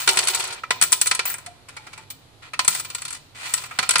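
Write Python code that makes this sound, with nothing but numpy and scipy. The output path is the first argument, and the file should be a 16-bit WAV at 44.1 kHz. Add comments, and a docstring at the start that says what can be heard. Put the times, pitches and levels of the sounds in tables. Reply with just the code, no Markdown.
"""A brief scrape and a very high ring, then clinks and knocks: steel washers slide off a pile and drop
on a board in a wooden cabinet. Each impact excites the modes of steel and wood, and the walls reflect it
as a quick clatter. Between impacts the washers scrape by stick-slip friction. Near the start a dropped
pile rattles and drives the board into a drone. The room adds a soft tail over a low rumble."""
import sys
import numpy as np
from scipy import signal
from scipy.fft import rfft, irfft
from scipy.io import wavfile
from scipy.ndimage import uniform_filter1d

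SR = 44100
rng = np.random.default_rng(int(sys.argv[2]) if len(sys.argv) > 2 else 0)


def log_audio(samples):
    """Write samples as a 16-bit WAV file to the path given in sys.argv[1]."""
    # one column per channel
    frames = np.atleast_2d(samples).T
    # limit to full scale, then quantise
    limited = np.clip(frames, -1, 1)
    pcm = np.round(limited * 32767).astype(np.int16)
    wavfile.write(sys.argv[1], SR, pcm)


N = 176400

# washer impacts (time [s], relative levels of clink [dB], knock [dB], clack [dB])
IMPACTS = [(0.0754, -12.5, -14, -13), (0.089, -10.5, -16.5, -12.5), (0.1715, -12, -19.5, -16.5),
           (0.1888, -12, -22.5, -17), (0.2292, -43, -27.5, -25), (0.2722, -15, -28, -20.5),
           (0.283, -11.5, -23.5, -20.5), (0.298, -25, -51, -24.5), (0.3345, -39, -42, -25),
           (0.3479, -13.5, -27, -24.5), (0.3562, -22, -33, -27), (0.373, -29, -41, -29.5),
           (0.3969, -22, -30.5, -28), (0.4034, -22, -30, -25.5), (0.4263, -35, -39, -29.5),
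           (0.4401, -22.5, -32, -32.5), (0.448, -32, -42, -30), (0.477, -41, -37, -35),
           (0.505, -34, -41, -32.5), (0.5268, -31, -40, -31.5), (0.6349, -45, -30, -42.5),
           (0.7065, -19, -14.5, -18), (0.8134, -9.5, -20.5, -20.5), (0.8232, -5, -21, -18),
           (0.8362, -13.5, -23.5, -28), (0.9201, -10, -25, -34), (0.9264, -4, -22, -17),
           (1.0137, -6.5, -25, -19.5), (1.0585, -21, -25.5, -31), (1.0687, -15, -29, -34),
           (1.0725, -11, -32, -23.5), (1.112, -14, -16, -16), (1.149, -15.5, -30.5, -30),
           (1.1922, -20.5, -18, -20), (1.254, -19.5, -28, -47), (1.2996, -21.5, -33, -46),
           (1.3406, -21, -30.5, -45.5), (1.383, -31.5, -41, -47.5), (1.4622, -29.5, -38, -39),
           (1.687, -35.5, -39, -42.5), (1.7663, -34.5, -34, -38.5), (1.8676, -41.5, -37, -43.5),
           (1.931, -38.5, -40, -40.5), (1.9768, -38.5, -38, -43.5), (2.1023, -28, -43, -35),
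           (2.5348, -35, -27.5, -35), (2.592, -16.5, -16, -17.5), (2.6474, -20, -31.5, -34),
           (2.6787, -3.5, -20, -18.5), (2.7495, -19, -27.5, -28.5), (2.798, -20, -34.5, -34.5),
           (2.8482, -29.5, -36.5, -34.5), (2.9, -28.5, -38, -33.5), (2.9483, -19, -33, -30),
           (2.9815, -33, -39, -37), (3.019, -25, -36.5, -37), (3.051, -24.5, -37, -32),
           (3.08, -28, -41.5, -34), (3.1052, -25.5, -39, -38.5), (3.1273, -24.5, -39.5, -37),
           (3.1468, -32, -41, -37.5), (3.5382, -9, -26.5, -24), (3.5772, -25.5, -36.5, -30),
           (3.6373, -29.5, -33, -38), (3.7099, -39, -31.5, -50), (3.7881, -17, -15, -17.5),
           (3.828, -25.5, -22, -25.5), (3.8911, -9.5, -21.5, -19.5), (3.908, -9.5, -23, -20),
           (3.936, -22, -27, -32), (3.9564, -15.5, -14, -14.5), (3.9822, -15, -29, -28),
           (3.9924, -13.5, -22, -21.5)]
# sliding strokes (start [s], end [s], first level [dB], last level [dB], relative ring [dB],
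# relative treble [dB]: low on the board, high on steel)
STROKES = [(-.02, 0.08, -23.5, -37, -13, 4), (0.097, 0.497, -29.5, -33.5, -37, 0),
           (.5, 0.605, -31.5, -40, -40, -14), (1.256, 1.337, -30, -35.5, 10, 3),
           (1.68, 2.043, -48, -47.5, -25, -8), (2.423, 2.496, -38.5, -44.5, -34.5, -12.5),
           (2.7, 2.81, -33, -35.5, -5, 8), (2.8, 3.178, -54, -41, -20, 2),
           (3.349, 3.479, -40, -27.5, -24.5, -4), (3.481, 3.675, -33.5, -39.5, -10, 1.5),
           (3.684, 3.88, -43, -33, -16, -6.5)]
# the settling pile (start [s], end [s], drone level [dB], rattle level [dB], decay rate [dB/s])
PILE_MOTION = (.077, .55, -31.5, -32, 22)
# free vibrations of steel and of wood (time [s], frequency [Hz], level [dB], t60 [s])
WASHER_RINGS = [(0, 14865, -29.5, .55), (.089, 14865, -27, .5), (.284, 14860, -32, .55),
                (.707, 15210, -44, .5), (.823, 15212, -20, .4), (.926, 15060, -28.5, .25),
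                (1.013, 15045, -27.5, .3), (1.254, 14950, -25, .12), (2.102, 14900, -28, .1),
                (2.592, 15080, -38, .4), (2.678, 14830, -23, .22), (2.75, 15080, -36, .9),
                (3.537, 14750, -29, .18)]
WOOD_NOTES = [(.637, 1303, -18.5, 0.03), (.823, 157, -35, 0.067), (.926, 160, -36, 0.017),
              (1.468, 706, -36.5, 0.23), (1.77, 852, -41, 0.43), (1.77, 2230, -33, 0.08),
              (1.935, 2310, -36, 0.083), (1.977, 875, -43.5, 0.31), (2.536, 2650, -19.5, 0.044),
              (2.678, 162, -37.5, 0.16), (3.712, 1250, -23, 0.06), (3.79, 169.5, -37, 0.27),
              (3.957, 157, -35, 0.22)]
# spectra of the three parts of an impact and of friction (frequency [Hz], relative level [dB])
CLINK_SPECTRUM = [(3000, -30.5), (6000, -5), (7200, -4), (7900, 4), (8600, -1), (9400, 2.5), (10500, -6),
                  (12000, -13), (13700, -36.5), (15000, -15), (16000, -29.5)]
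KNOCK_SPECTRUM = [(60, -22), (160, -16), (280, -22), (450, -11), (750, -10), (1000, -3), (1400, -0.5),
                  (1700, -3), (2300, -1.5), (3200, -12), (6000, -36.5)]
CLACK_SPECTRUM = [(900, -34.5), (2000, -7.5), (2800, -1.5), (4300, 1), (5500, -3), (7000, -6), (10000, -34)]
SCRAPE_SPECTRUM = [(200, -25.5), (600, -8), (1000, -2), (2400, 0), (4300, -3.5), (6000, -7), (8000, -2.5),
                   (9500, -6), (12000, -20), (13500, -36.5)]
# bursts of an impact (gain [dB], t60 [s], left-right correlation [-1..1], click [dB], late clatter [dB])
CLINK_BURST = (-6.5, 0.0359, -0.32, -8.5, -29)
KNOCK_BURST = (-3, 0.043, 0.29, -11.5, -25)
CLACK_BURST = (-2.12, 0.06, 0.08, -12, -27)
# modes of the washers and of board and cabinet (frequency [Hz], t60 [s], relative gain [dB])
STEEL_MODES = [(7760, 0.046, -1), (7920, 0.08, 0), (8900, 0.05, -0.5), (9400, 0.04, -2.5)]
CABINET_MODES = [(377, .5, 0), (760, .25, -4), (928, .2, -1), (1015, .09, 1.5), (1296, .1, -1),
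                 (1392, .09, 3), (1861, .1, -2), (1990, .09, 1), (2366, .08, 2), (2520, .04, -3.5),
                 (2995, .09, -2), (3527, .11, -4), (4340, .035, -2)]
# modes of the thin board under the pile (frequency [Hz], relative gain [dB])
BOARD_MODES = [(377, 0), (468, -7), (566, -6), (660, -5), (760, 1), (928, 5), (1085, -1), (1290, -1),
               (1440, 2)]
# reverberation bands (frequency [Hz], t60 [s], gain [dB])
ROOM_BANDS = [(150, 0.83, -5.5), (500, 0.99, -6.5), (1470, 1, -17.5), (4000, 0.63, -11), (9200, 0.26, -13),
              (15120, 0.326, -18.5)]
# spectrum of the room noise (frequency [Hz], relative level [dB])
RUMBLE_SPECTRUM = [(25, -13), (55, -13.5), (105, 0), (150, -4.5), (200, -17.5), (260, -11), (400, -15),
                   (900, -18), (1700, -24.5), (3000, -25.5), (4100, -23), (5500, -32), (11600, -34.5),
                   (16000, -61.5)]
# the microphones' response to the left-right difference (frequency [Hz], gain [dB])
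STEREO_WIDTH = [(60, -8), (250, -8), (600, -4), (1500, -1), (8000, 1.5), (15000, -1)]
# left microphone over right (frequency [Hz], level difference [dB])
STEREO_BALANCE = [(100, -3), (500, -2), (1000, -1.5), (2200, 1), (4300, -4), (8000, 4), (15000, 3.5)]

MIC_LAG_S, LAG_SCATTER_S = .0002, .00018  # the right channel lags the left
FIRM_DB, SOFTENING_DB = -17, 10  # impacts lighter than firm build up more slowly
CLATTER_TAIL_T60_S, WASHER_DETUNE = .14, .022
CATCHES_PER_S, CATCH_SPREAD_DB, CATCH_T60_S = 1300, 2, .03
SCRAPE_TREBLE_HZ = 4200
TICKS_PER_S, TICK_T60_S = 110, .012
SHIMMER_PER_S, TWIN_SPLIT_HZ, TWIN_GAIN = 90, 24, .38
RUMBLE_DB, CUTOFF_HZ = -50, 16000


def impacts(column, spectrum, shape, base_rise_s, steel=False):
    """Impulsive excitation: each impact gives a direct click and dense reflections from the walls."""
    gain_db, t60, correlation, click_db, tail_db = shape
    t, out = np.arange(SR // 6) / SR, np.zeros((2, N))
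    decay = fade(t, t60) + undb(tail_db) * fade(t, CLATTER_TAIL_T60_S)
    for hit in IMPACTS:
        lightness = max(FIRM_DB - max(hit[1:]), 0) / SOFTENING_DB
        rise_s = base_rise_s * (.5 + lightness)
        mid, side = rng.standard_normal((2, len(t)))
        noise = np.sqrt(1 + correlation) * mid + np.sqrt(1 - correlation) * side * [[1], [-1]]
        burst = noise * decay * (1 - np.exp(-t / rise_s))
        burst /= np.linalg.norm(burst, axis=1, keepdims=True)
        lag = int(abs(MIC_LAG_S + LAG_SCATTER_S * rng.standard_normal()) * SR)
        burst[[0, 1], [0, lag]] += undb(click_db)
        if steel:  # each washer has its own pitch
            tuning = 1 + WASHER_DETUNE * rng.standard_normal()
            burst = convolve(burst, modal_response(STEEL_MODES, tuning)[:, :len(t)])
        burst = colour(burst, spectrum)
        burst /= np.sqrt(np.mean(burst[:, :SR // 50] ** 2))  # rms 1 over the first 20 ms
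        add(out, hit[0], burst * undb(hit[column] + gain_db))
    return out


def free_vibration(notes, shimmer):
    """Damped oscillation: each struck mode decays, wavers at random and beats with a close twin."""
    t, out, hold = np.arange(SR) / SR, np.zeros((2, N)), SR // SHIMMER_PER_S
    for start, hz, db, t60 in notes:
        steps = np.repeat(rng.standard_normal((2, 2, SHIMMER_PER_S + 1)), hold, axis=2)
        swell, quadrature = uniform_filter1d(steps, hold)[..., :SR] * shimmer
        phase = 2 * np.pi * hz * (t - np.array([[0], [MIC_LAG_S * rng.random()]]))
        beat = 2 * np.pi * (TWIN_SPLIT_HZ * rng.choice([-1, 1]) * t + rng.random())
        tone = (1 + swell) * np.sin(phase) + quadrature * np.cos(phase)
        twin = TWIN_GAIN * np.sin(phase + beat)
        envelope = fade(t, t60) * (1 - np.exp(-t / .001))
        add(out, start, unit(tone + twin) * envelope * undb(db) * np.sqrt(.5))
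    return out


def sliding():
    """Stick-slip friction: sliding washers catch in tiny contacts that sustain their high ring."""
    t, controls = np.arange(N) / SR, 0
    for start, end, first_db, last_db, ring_db, treble_db in STROKES:
        push = undb(np.interp(t, [start, end], [first_db, last_db])) * (t >= start) * (t < end)
        controls = controls + push * undb([[0], [ring_db], [treble_db]])
    level, ring, treble = uniform_filter1d(controls, size=400, axis=1)
    catches = rng.random(N) < CATCHES_PER_S / SR
    energy = undb(CATCH_SPREAD_DB * np.minimum(rng.exponential(size=N), 4))
    grains = grain_noise(catches * energy, CATCH_T60_S)
    singing = unit(resonate(grains, hz=14900, width_hz=450))
    scrape = colour(grains, SCRAPE_SPECTRUM)
    dull = signal.sosfiltfilt(signal.butter(2, SCRAPE_TREBLE_HZ, fs=SR, output="sos"), scrape)
    return dull * level + (scrape - dull) * treble + singing * ring


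def settling_pile():
    """Forced vibration: the pile's dying rattle keeps the board droning at its natural frequencies."""
    start, end, drone_db, rattle_db, db_per_s = PILE_MOTION
    t = np.arange(N) / SR
    motion = uniform_filter1d(undb(-db_per_s * (t - start)) * (t > start) * (t < end), size=300)
    ticks = (rng.random(N) < TICKS_PER_S / SR) * (1 + rng.exponential(size=N))
    rattle = colour(grain_noise(ticks, TICK_T60_S), CLINK_SPECTRUM)
    force = rng.standard_normal(N) + .5 * rng.standard_normal((2, N))
    drone = unit(sum(undb(db) * resonate(force, hz, width_hz=38) for hz, db in BOARD_MODES))
    return motion * (drone * undb(drone_db) + rattle * undb(rattle_db))


def cabinet(x):
    """Resonance: board and cabinet ring at their own modes with every contact."""
    return convolve(x, modal_response(CABINET_MODES))


def room(x):
    """Reverberation: a diffuse tail decays exponentially, fastest in the treble."""
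    t, hz = np.arange(SR) / SR, np.fft.rfftfreq(SR, 1 / SR)
    noise, tail = rfft(rng.standard_normal((2, SR))), 0
    for centre_hz, t60, db in ROOM_BANDS:
        band = curve_at(hz, [(row[0], row[0] == centre_hz) for row in ROOM_BANDS])
        envelope = fade(t, t60) * (1 - np.exp(-t / .0025))
        tail = tail + irfft(noise * band) * envelope / np.linalg.norm(envelope) * undb(db)
    return convolve(x, tail)


def rumble():
    """Stationary noise: a low room rumble with faint hiss."""
    gain = undb(curve_at(np.fft.rfftfreq(N, 1 / SR), RUMBLE_SPECTRUM))
    noise = irfft(rfft(rng.standard_normal((2, N))) * gain)
    return unit(noise) * undb(RUMBLE_DB)


def modal_response(modes, tuning=1):
    """Superposition: an impulse response is a click plus damped modes."""
    t, response = np.arange(SR) / SR, np.zeros(SR)
    for hz, t60, db in modes:
        decay = fade(t, t60)
        response += undb(db) * 2 * np.cos(2 * np.pi * hz * tuning * t) * decay / decay.sum()
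    response[0] += np.sqrt(.5)
    return response[None]


def grain_noise(energies, t60):
    """Incoherent addition: the decaying noise bursts of tiny contacts sum in power."""
    t = np.arange(SR // 10) / SR
    power = convolve(energies[None], fade(t, t60)[None] ** 2)
    return unit(np.sqrt(np.abs(power)) * rng.standard_normal((2, N)))


def colour(x, spectrum, size=1024):
    """Minimum-phase filtering to a spectrum; white noise keeps its power."""
    db = curve_at(np.fft.rfftfreq(size, 1 / SR), spectrum)
    cepstrum = irfft(db * np.log(10) / 20)
    cepstrum[1:size // 2] *= 2  # folding makes the filter causal
    cepstrum[size // 2 + 1:] = 0
    response = irfft(np.exp(rfft(cepstrum)))
    return convolve(x, response[None] / np.linalg.norm(response))


def resonate(x, hz, width_hz):
    """Two equal resonators in cascade give a peak with steep flanks."""
    peak = signal.iirpeak(hz, hz / width_hz, SR)
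    return signal.lfilter(*peak, signal.lfilter(*peak, x))


def convolve(x, response):
    """Convolution of each channel with an impulse response."""
    return signal.fftconvolve(x, response, axes=1)[:, :N]


def curve_at(hz, points):
    """Interpolation of (frequency [Hz], value) points on a logarithmic axis."""
    frequencies, values = np.array(points, float).T
    return np.interp(np.log(hz + 1), np.log(frequencies), values)


def fade(t, t60):
    """Exponential decay by 60 dB in t60 seconds."""
    return np.exp(-np.log(1000) * t / t60)


def undb(db):
    """Decibels to amplitude ratio."""
    return 10 ** (np.asarray(db) / 20)


def unit(x):
    """Normalisation to rms 1."""
    return x / np.sqrt(np.mean(x ** 2) + 1e-20)


def add(out, start_s, x):
    """Superposition of x on out from a start time."""
    i = int(start_s * SR)
    out[:, i:i + x.shape[1]] += x[:, :max(N - i, 0)]


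def scene():
    """Superposition of the direct sound, its reverberation and the room noise."""
    clinks = impacts(column=1, spectrum=CLINK_SPECTRUM, shape=CLINK_BURST, base_rise_s=.0008, steel=True)
    knocks = impacts(column=2, spectrum=KNOCK_SPECTRUM, shape=KNOCK_BURST, base_rise_s=.0024)
    clacks = impacts(column=3, spectrum=CLACK_SPECTRUM, shape=CLACK_BURST, base_rise_s=.002)
    direct = cabinet(clinks + knocks + clacks + sliding()) + settling_pile()
    direct += free_vibration(WASHER_RINGS, shimmer=.3)
    direct += free_vibration(WOOD_NOTES, shimmer=.9)
    return direct + room(direct) + rumble()


def record(dry):
    """Long waves reach two close microphones nearly alike; peaks are clipped, then the top is cut."""
    hz = np.fft.rfftfreq(2 * N, 1 / SR)
    left, right = rfft(dry, 2 * N)
    sign = np.array([[1], [-1]])
    mid = (left + right) / 2
    side = (left - right) / 2 * undb(curve_at(hz, STEREO_WIDTH))
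    balance = undb(sign * curve_at(hz, STEREO_BALANCE) / 2)
    heard = irfft((mid + sign * side) * balance)[:, :N]
    lowpass = signal.ellip(10, .2, 90, CUTOFF_HZ, fs=SR, output="sos")
    return signal.sosfilt(lowpass, np.clip(heard, -1, 1))


dry = scene()
out = record(dry)
log_audio(out)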